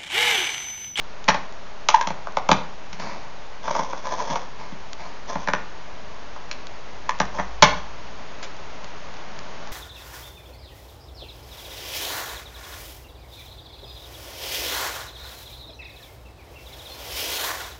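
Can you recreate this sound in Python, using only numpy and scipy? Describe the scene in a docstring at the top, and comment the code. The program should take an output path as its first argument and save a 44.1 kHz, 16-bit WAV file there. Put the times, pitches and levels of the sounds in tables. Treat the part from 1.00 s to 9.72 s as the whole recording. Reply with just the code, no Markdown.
"""A lid clacks onto a small metal tin, close to a cheap microphone at a table in a quiet room.
The rim sticks and slips, squeaking as it is pressed home. The tin is turned round, scraping over the
table top, then lifted and set down with a knock that overloads the microphone. Each blow rings the
sheet metal and thuds in the table. Last, a coil of thin wire is picked up with a rustle and dry ticks.
Behind it all lie hiss, a low rumble and a faint drone."""
import sys
import numpy as np
from scipy import signal
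from scipy.fft import rfft, irfft
from scipy.io import wavfile

SR = 44100
rng = np.random.default_rng(int(sys.argv[2]) if len(sys.argv) > 2 else 0)


def dump_mix(stems):
    """Bounce the given channels to the path in sys.argv[1] as a 16-bit WAV at rate SR."""
    frames = np.atleast_2d(stems).T  # one column per channel
    limited = np.clip(frames, -1, 1)  # hard clip at full scale
    pcm = np.round(limited * 32767).astype(np.int16)
    wavfile.write(sys.argv[1], SR, pcm)


N = 384552

# knocks of the tin, close to the microphone; the row at 6.397 s is a quick echo of the knock before it:
# (time [s], thud level [dB], relative tin level [dB], grip [0-1], hardness [dB], chatter [ms])
KNOCKS = [(0.2801, -37, -25, .1, 2, 2.6), (0.2842, -25, -15, 0.09, 6, 8.9),
          (0.343, -38, -25.5, 0.27, -0.5, 4.8), (0.8868, -52, -18, 0.2, 9.5, 3.2),
          (1.072, -35, -28, .6, 6, 2.3), (1.103, -36, -28, 0.5, -4.5, 4.5),
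          (1.271, -58.5, -31, 0.7, -9, 1.05), (1.3696, -38, -19.5, 0.56, -3.5, 3.1),
          (1.4895, -25.5, -16.5, 0.8, -3, 2.6), (1.503, -40, -24.5, 0.5, -6, 5),
          (1.515, -19.5, -14.5, 0.89, 4.5, 2.94), (1.929, -42, -45, .05, 14.5, 2.9),
          (1.998, -45, -36.5, 0.1, 4.5, 2.8), (2.679, -41, -27, .45, -6, 3.7),
          (2.75, -50, -29.5, 0.5, -8, 4.8), (2.792, -35.5, -28.5, 0.4, -3, 5.2),
          (2.932, -43, -29.5, 0.47, -9, 2), (3.305, -32, -38.5, .3, 4.5, 4.5),
          (3.356, -47, -26, 0.6, -2.5, 3.2), (3.722, -36.5, -52, .4, 9, 3.1),
          (4.355, -30, -28, 0.42, -11, 3.5), (4.4742, -37, -28.5, 0, -1.5, 0.87),
          (4.485, -32, -23.5, 0.16, -2.5, 3.4), (4.535, -32, -22.5, 0.04, 0.5, 0.56),
          (5.36, -67, -41, 0.8, -6, 8.7), (5.5133, -64, -45, 0.2, 22, 1.7),
          (6.2012, -26, -19.5, 0.11, 2, 2.1), (6.386, -37, -28.5, 0.2, -10, 6.8),
          (6.397, -36.5, -27.5, 0.18, -7, 3.3), (6.6232, -20, -8, 0.13, 7.5, 5.8),
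          (6.6296, -24, -13.5, 0.3, 4.5, 1.7)]
# edges of the four bands in which base, lid, walls and rim sound: (frequency [Hz])
PART_EDGES_HZ = [380, 750, 1300, 2200, 7500]
# base, lid, walls and rim of the free tin under a medium contact: (relative level [dB])
PART_BALANCE_DB = [-7, 0, 1, -9.5]

def tin_knocks(free_t60_s=0.043, held_t60_s=0.015, rattle_db=-11, contact_hz=5250):
    """The struck tin rings and loose things rattle inside; grip shortens the ring, hardness wakes the rim."""
    out, t = np.zeros(N), np.arange(8192) / SR
    soften = signal.butter(2, contact_hz, fs=SR, output="sos")
    for start, _, tin_db, grip, hard_db, chatter_ms in KNOCKS:
        t60 = free_t60_s * (held_t60_s / free_t60_s) ** grip
        chatter = burst(np.exp(-t * 1000 / chatter_ms))  # a dying run of small re-contacts
        ring = signal.fftconvolve(chatter, tin_ring(t, t60))[:len(t)]
        rattle = amp(rattle_db) * np.linalg.norm(ring) * burst(np.exp(-t / (0.14 * t60)))
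        knock = signal.sosfilt(soften, ring + rattle)
        touch_db = [-0.22 * hard_db, 0, -22.5 * grip, hard_db]  # hardness thins the base, grip mutes walls
        parts_db = tin_db + np.array(PART_BALANCE_DB) + touch_db
        for db, low_hz, high_hz in zip(parts_db, PART_EDGES_HZ, PART_EDGES_HZ[1:]):
            add(out, start, at_level(band(knock, low_hz, high_hz), db))
    return out

# sheet-metal modes of the tin: (frequency [Hz], relative level [dB], ring time [factor])
TIN_MODES = [(516, -11, 2.2), (588, -2, 1.27), (630, -15, 3.7), (667, -1.5, 0.51), (845, 6.5, 0.53),
             (972, 3.5, 0.67), (1076, -7.5, 0.96), (1160, -3, 0.3), (1436, -2.5, 1.1), (1590, 7.5, 0.3),
             (1750, 7.5, 0.54), (1980, -15, 0.34), (2350, -11.5, 0.33), (2400, -14, 0.33),
             (2940, -18.5, 0.33), (3283, -4.5, 0.33), (3260, -22, 0.54), (3960, -4.5, 0.28),
             (4270, -9, 0.27), (5350, -1, 0.35), (5830, 0.5, 0.46)]

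def tin_ring(t, t60, detune=.012):
    """One contact gives a click and hand-damped modes, detuned at random as the grip varies."""
    hz, db, hold = np.transpose(TIN_MODES)[:, :, None]
    hz = hz * (1 + detune * rng.standard_normal(hz.shape))
    ring_s = np.clip(t60 * hold, .014, .055)
    modes = amp(db - 60 * t / ring_s) * np.cos(2 * np.pi * hz * t)
    ring = amp(-17) * modes.sum(0)
    ring[0] += 1  # the direct click
    return ring

# modes of the table top under the tin: (frequency [Hz], relative level [dB], t60 [s])
TABLE_MODES = [(54.7, -22.5, 0.45), (129, -15, 0.16), (155, -7, 0.11), (187, 2, 0.075), (274, -7.5, 0.074),
               (377, -10.5, 0.051)]

def table_thuds(rise_s=0.0029):
    """The same knocks sound in the table top, whose neighbouring modes swing in opposite directions."""
    out, t = np.zeros(N), np.arange(SR // 3) / SR
    modes = sum((-1) ** k * amp(db - 60 * t / t60) * np.sin(2 * np.pi * hz * t)
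                for k, (hz, db, t60) in enumerate(TABLE_MODES))
    thud = modes * (1 - np.exp(-t / rise_s))
    for start, thud_db, *_ in KNOCKS:
        add(out, start, at_level(thud, thud_db))
    return out

# the rim slips in its seat: (time [s], level [dB], pitch [Hz], rise [ms], relative rasp level [dB])
RIM_SQUEAKS = [(0.9413, -1, 924, 5.5, -23), (1.009, -13, 1000, 4.4, -14), (6.0914, -12.5, 1015, 3.2, -13)]

def rim_squeaks(sag=0.08, overtone_db=-21, rasp_t60_s=0.022):
    """Stick-slip pumps the lid's main mode briefly as the pitch sags; the slips rasp the higher modes."""
    out, t = np.zeros(N), np.arange(4096) / SR
    for start, db, hz, rise_ms, rasp_db in RIM_SQUEAKS:
        age = t * 1000 / rise_ms  # 1 at the peak
        swell = age * np.exp((1 - age ** 4) / 3)
        pitch_hz = hz * (1 + sag * (1 - age) * np.exp(-age / 2))
        phase = 2 * np.pi * np.cumsum(pitch_hz) / SR
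        tone = swell * np.sin(phase) + amp(overtone_db) * swell ** 2 * np.sin(2 * phase)
        slips = signal.fftconvolve(burst(swell ** 2), tin_ring(t, rasp_t60_s))[:len(t)]
        rasp = band(slips, 700, 6500, order=1)
        add(out, start, amp(db) * tone + at_level(rasp, db + rasp_db - 0.5))
    return out

# pushes of the tin across the table: (time [s], length [s], relative level [dB])
PUSHES = [(2.625, 0.09, -29.5), (2.735, 0.065, -23.5), (2.86, 0.12, -38.5), (3.025, .045, -29),
          (3.1, 0.048, -29), (3.172, .195, -27.5), (4.272, 0.065, -31.5), (4.385, 0.026, -39.5),
          (6.32, 0.077, -34)]
# body of the scrape, heard close up: (frequency [Hz], relative level [dB])
SCRAPE_SPECTRUM = [(100, -23), (190, -4), (330, -16), (510, 1.5), (750, -3), (880, 5.5), (1020, 8.5),
                   (1330, -14.5), (1750, -14), (2600, -25.5), (4000, -42)]
# bright fizz on top of the scrape: (frequency [Hz], relative level [dB])
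FIZZ_SPECTRUM = [(1200, -1.5), (2300, 0.5), (2900, -10), (3450, -4), (3900, -2.5), (4900, 1.5), (5500, 5),
                 (6200, 5.5), (7500, -15)]

def tin_scrapes(scrape_db=-3, fizz_db=-26, wall_db=-35, unevenness_db=2.0):
    """The tin's base catches on the table top under uneven pressure, and one wall sings along."""
    push = strokes(PUSHES, rise_s=0.023, stop_s=0.026, swell_db=0.5)
    pressure = amp(unevenness_db * noise([(3, -10), (15, -2), (50, -19.5), (150, -68)]))
    catches = pressure * grains(per_s=1500, spread_db=2)
    scrape = amp(scrape_db) * coloured(catches, SCRAPE_SPECTRUM)
    wall = amp(wall_db) * unit_rms(band(catches, 3300, 3480, order=1))
    fizz = amp(fizz_db) * coloured(catches, FIZZ_SPECTRUM)
    return push * scrape + push ** 0.59 * (fizz + wall)  # the fizz grows more slowly than the scrape

# fingers brush the lid: (time [s], length [s], relative level [dB])
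FINGER_STROKES = [(1.98, .14, -30.5), (3.58, 0.025, -34.5), (3.98, 0.095, -37)]
# skin on sheet metal: (frequency [Hz], relative level [dB])
SKIN_SPECTRUM = [(90, -9), (180, 9), (330, -6.5), (600, 2.5), (1000, 7.5), (1500, -8), (2200, -3),
                 (3200, -18), (4600, -8), (7000, -19)]

def finger_rubs(gain_db=-4):
    """Skin drags softly over the lid in a dense run of tiny catches."""
    drag = strokes(FINGER_STROKES, rise_s=0.019, stop_s=0.088, swell_db=-4)
    return amp(gain_db) * drag * coloured(grains(per_s=4700, spread_db=2), SKIN_SPECTRUM)

def wire_rustle(start_s=7.425, level_db=-31, rise_s=0.0051):
    """The hand meets the coil, and its loops brush against each other in one short rustle."""
    touch = strokes([(start_s, 2 * rise_s, level_db)], rise_s, stop_s=0.012, swell_db=0)
    return touch * unit_rms(band(grains(per_s=3000, spread_db=0), 500, 4200, order=1))

# tiny ticks near the microphone: (time [s], peak level [dB])
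DRY_TICKS = [(0.2425, -18), (0.525, -25), (1.3234, -26), (3.9321, -13), (5.6701, -17), (6.189, -21),
             (6.254, -22), (7.567, -25), (7.8446, -19), (8.141, -26), (8.169, -25), (8.3908, -17),
             (8.674, -21.5)]

def dry_ticks(tail_db=-20, tail_s=0.002):
    """Single sharp spikes with hardly any ring."""
    out, t = np.zeros(N), np.arange(SR // 50) / SR
    for start, db in DRY_TICKS:
        spike = amp(tail_db) * rng.standard_normal(len(t)) * np.exp(-t / tail_s)
        spike[0] = 1
        tick = band(spike, 1400, 6300, order=1)
        add(out, start, amp(db) * tick / abs(tick).max())
    return out

# decay of the small room: (frequency [Hz], t60 [s])
ROOM_DECAY = [(100, 0.44), (260, 0.42), (700, 0.46), (1840, 0.4), (3200, 0.39), (4850, 0.41), (8000, 0.47)]
# first echoes to reach the microphone, off the table and things on it: (delay [s], gain [factor])
EARLY_ECHOES = [(.0031, .16), (.0088, .12), (0.0148, .19), (0.024, .06)]

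def room_response(wet_db=-10.5, build_s=0.00096, reflections_per_s=5000):
    """A few early echoes and a tail of dense reflections, each band dying at its own speed."""
    taps = rng.choice([-1., 1.], SR // 2) * (rng.random(SR // 2) < reflections_per_s / SR)
    hz, t, bands = signal.stft(taps, SR, nperseg=256)
    decay = amp(-60 * t / curve_at(ROOM_DECAY, hz)[:, None])
    tail = signal.istft(bands * decay, SR, nperseg=256)[1]
    build_up = 1 - np.exp(-(np.arange(len(tail)) / SR / build_s) ** 2)
    colour = [(950, 0), (2200, 1), (3500, 0), (4800, -3), (7000, -7)]
    tail = coloured(tail * build_up, colour)[:SR * 2 // 5]
    tail *= amp(wet_db) / np.linalg.norm(tail)
    for delay, gain in EARLY_ECHOES:
        add(tail, delay, np.array([gain]))
    return tail

def room_reflections(x, count=3, turn_hz=1.3):
    """Three room tails take turns, so the reverberation has no fixed ringing pitch."""
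    turn = 2 * np.pi * turn_hz * np.arange(N) / SR
    shares = (1 + np.cos(turn + 2 * np.pi * np.arange(count)[:, None] / count)) / count
    return sum(signal.oaconvolve(x * np.sqrt(share), room_response())[:N] for share in shares)

# noise floor of the quiet room at the microphone: (frequency [Hz], relative level [dB])
HISS_SPECTRUM = [(47, -57.5), (80, -7), (91, -13), (118, -5), (151, -2.5), (192, -3), (335, -7), (418, -2),
                 (495, -6), (607, 0), (731, -3.5), (966, -1.5), (1300, -6.5), (2030, -9.5), (6800, -21),
                 (8840, -100.5), (15000, -120)]

def room_tone(hiss_db=-42.5, creep_db=3, rumble_db=-53):
    """Hiss creeps up towards the end, over a steady low rumble."""
    hiss = amp(hiss_db + creep_db * np.linspace(0, 1, N) ** 3) * noise(HISS_SPECTRUM)
    rumble = noise([(5, -0.5), (15, -8), (28, -6), (60, -6), (100, -9), (300, -37.5), (1000, -95)])
    return hiss + amp(rumble_db) * rumble

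def drone(level_db=-52.5, climb_s=(2.2, 6.4), pitches_hz=(32.9, 55.7), wander_hz=3, swell_db=12.5):
    """A faint, wavering low tone climbs in pitch and swells once, as the tin lands."""
    t = np.arange(N) / SR
    hz = np.interp(t, climb_s, pitches_hz) + wander_hz * noise([(3, 1), (8, 1), (40, -100)])
    swell = np.exp(-((t - 6.6) / 0.4) ** 2)
    return amp(level_db + swell_db * swell) * np.sqrt(2) * np.sin(2 * np.pi * np.cumsum(hz) / SR)

def burst(envelope):
    """Noise under an envelope, like many contacts at many spots, with only mild spectral peaks and dips."""
    spectrum = rfft(rng.standard_normal(len(envelope)) * envelope)
    x = irfft(spectrum / np.sqrt(abs(spectrum) + 1e-12), len(envelope))
    limit = 4 * envelope / np.linalg.norm(envelope)
    x = np.clip(x / np.linalg.norm(x), -limit, limit)
    return x / np.linalg.norm(x)

def grains(per_s, spread_db):
    """Tiny catches of one surface on another, a few of them large."""
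    size = amp(spread_db * np.minimum(rng.exponential(1, N), 4))
    return size * rng.standard_normal(N) * (rng.random(N) < per_s / SR)

def strokes(rows, rise_s, stop_s, swell_db):
    """Gain curve of hand strokes: each rises, changes by swell_db along its length and dies away."""
    out = np.zeros(N)
    for start, length, db in rows:
        t = np.arange(N) / SR - start
        swell = amp(db + swell_db * (np.clip(t / length, 0, 1) - .5))
        out += swell * np.clip(t / rise_s, 0, 1) * np.exp(-np.maximum(t - length, 0) / stop_s)
    return out

def amp(db):
    """Decibels to gain."""
    return 10 ** (np.asarray(db) / 20)

def unit_rms(x):
    """Scales to rms 1."""
    return x / np.sqrt(np.mean(x ** 2) + 1e-20)

def at_level(x, db):
    """Scales a knock so that its first 20 ms have this rms level."""
    return amp(db) * x / np.sqrt(np.mean(x[:SR // 50] ** 2) + 1e-20)

def curve_at(points, hz):
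    """Interpolates a table on a log-frequency axis."""
    points_hz, values = np.transpose(points)
    return np.interp(np.log(hz + 1), np.log(points_hz + 1), values)

def coloured(x, points):
    """Shapes x by (frequency [Hz], relative level [dB]) points, at rms 1."""
    gains = amp(curve_at(points, np.fft.rfftfreq(len(x), 1 / SR)))
    return unit_rms(irfft(rfft(x) * gains, len(x)))

def noise(points):
    """Noise with a spectrum of (frequency [Hz], relative level [dB]) points, at rms 1."""
    return coloured(rng.standard_normal(N), points)

def band(x, low_hz, high_hz, order=3):
    """A causal band-pass."""
    return signal.sosfilt(signal.butter(order, [low_hz, high_hz], "band", fs=SR, output="sos"), x)

def low_pass(x, hz):
    """A steep low-pass without delay."""
    return signal.oaconvolve(x, signal.firwin(255, hz, window=("kaiser", 8), fs=SR)[None], "same")

def add(mix, start_s, sound):
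    """Mixes a sound in at its start time."""
    part = mix[round(start_s * SR):][:len(sound)]
    part += sound[:len(part)]

def scene():
    """Tin, table and wire at close range, in mono, with the quiet room behind them."""
    near = tin_knocks() + table_thuds() + rim_squeaks() + tin_scrapes() + finger_rubs() + wire_rustle()
    ticks = dry_ticks()
    reflections = room_reflections(near + amp(-18) * ticks)
    return (near + ticks + reflections + room_tone() + drone())[None]

def record(dry, edge_hz=7200, top_hz=15800, offset=-0.044):
    """A cheap narrow-band microphone that overloads on the hardest knocks and has a small steady offset."""
    overloaded = np.clip(low_pass(dry, edge_hz + 300), -.88, .94)
    narrow = low_pass(overloaded, edge_hz)
    return low_pass(np.clip(narrow + offset, -1, 1), top_hz)

dry = scene()
out = record(dry)
dump_mix(out)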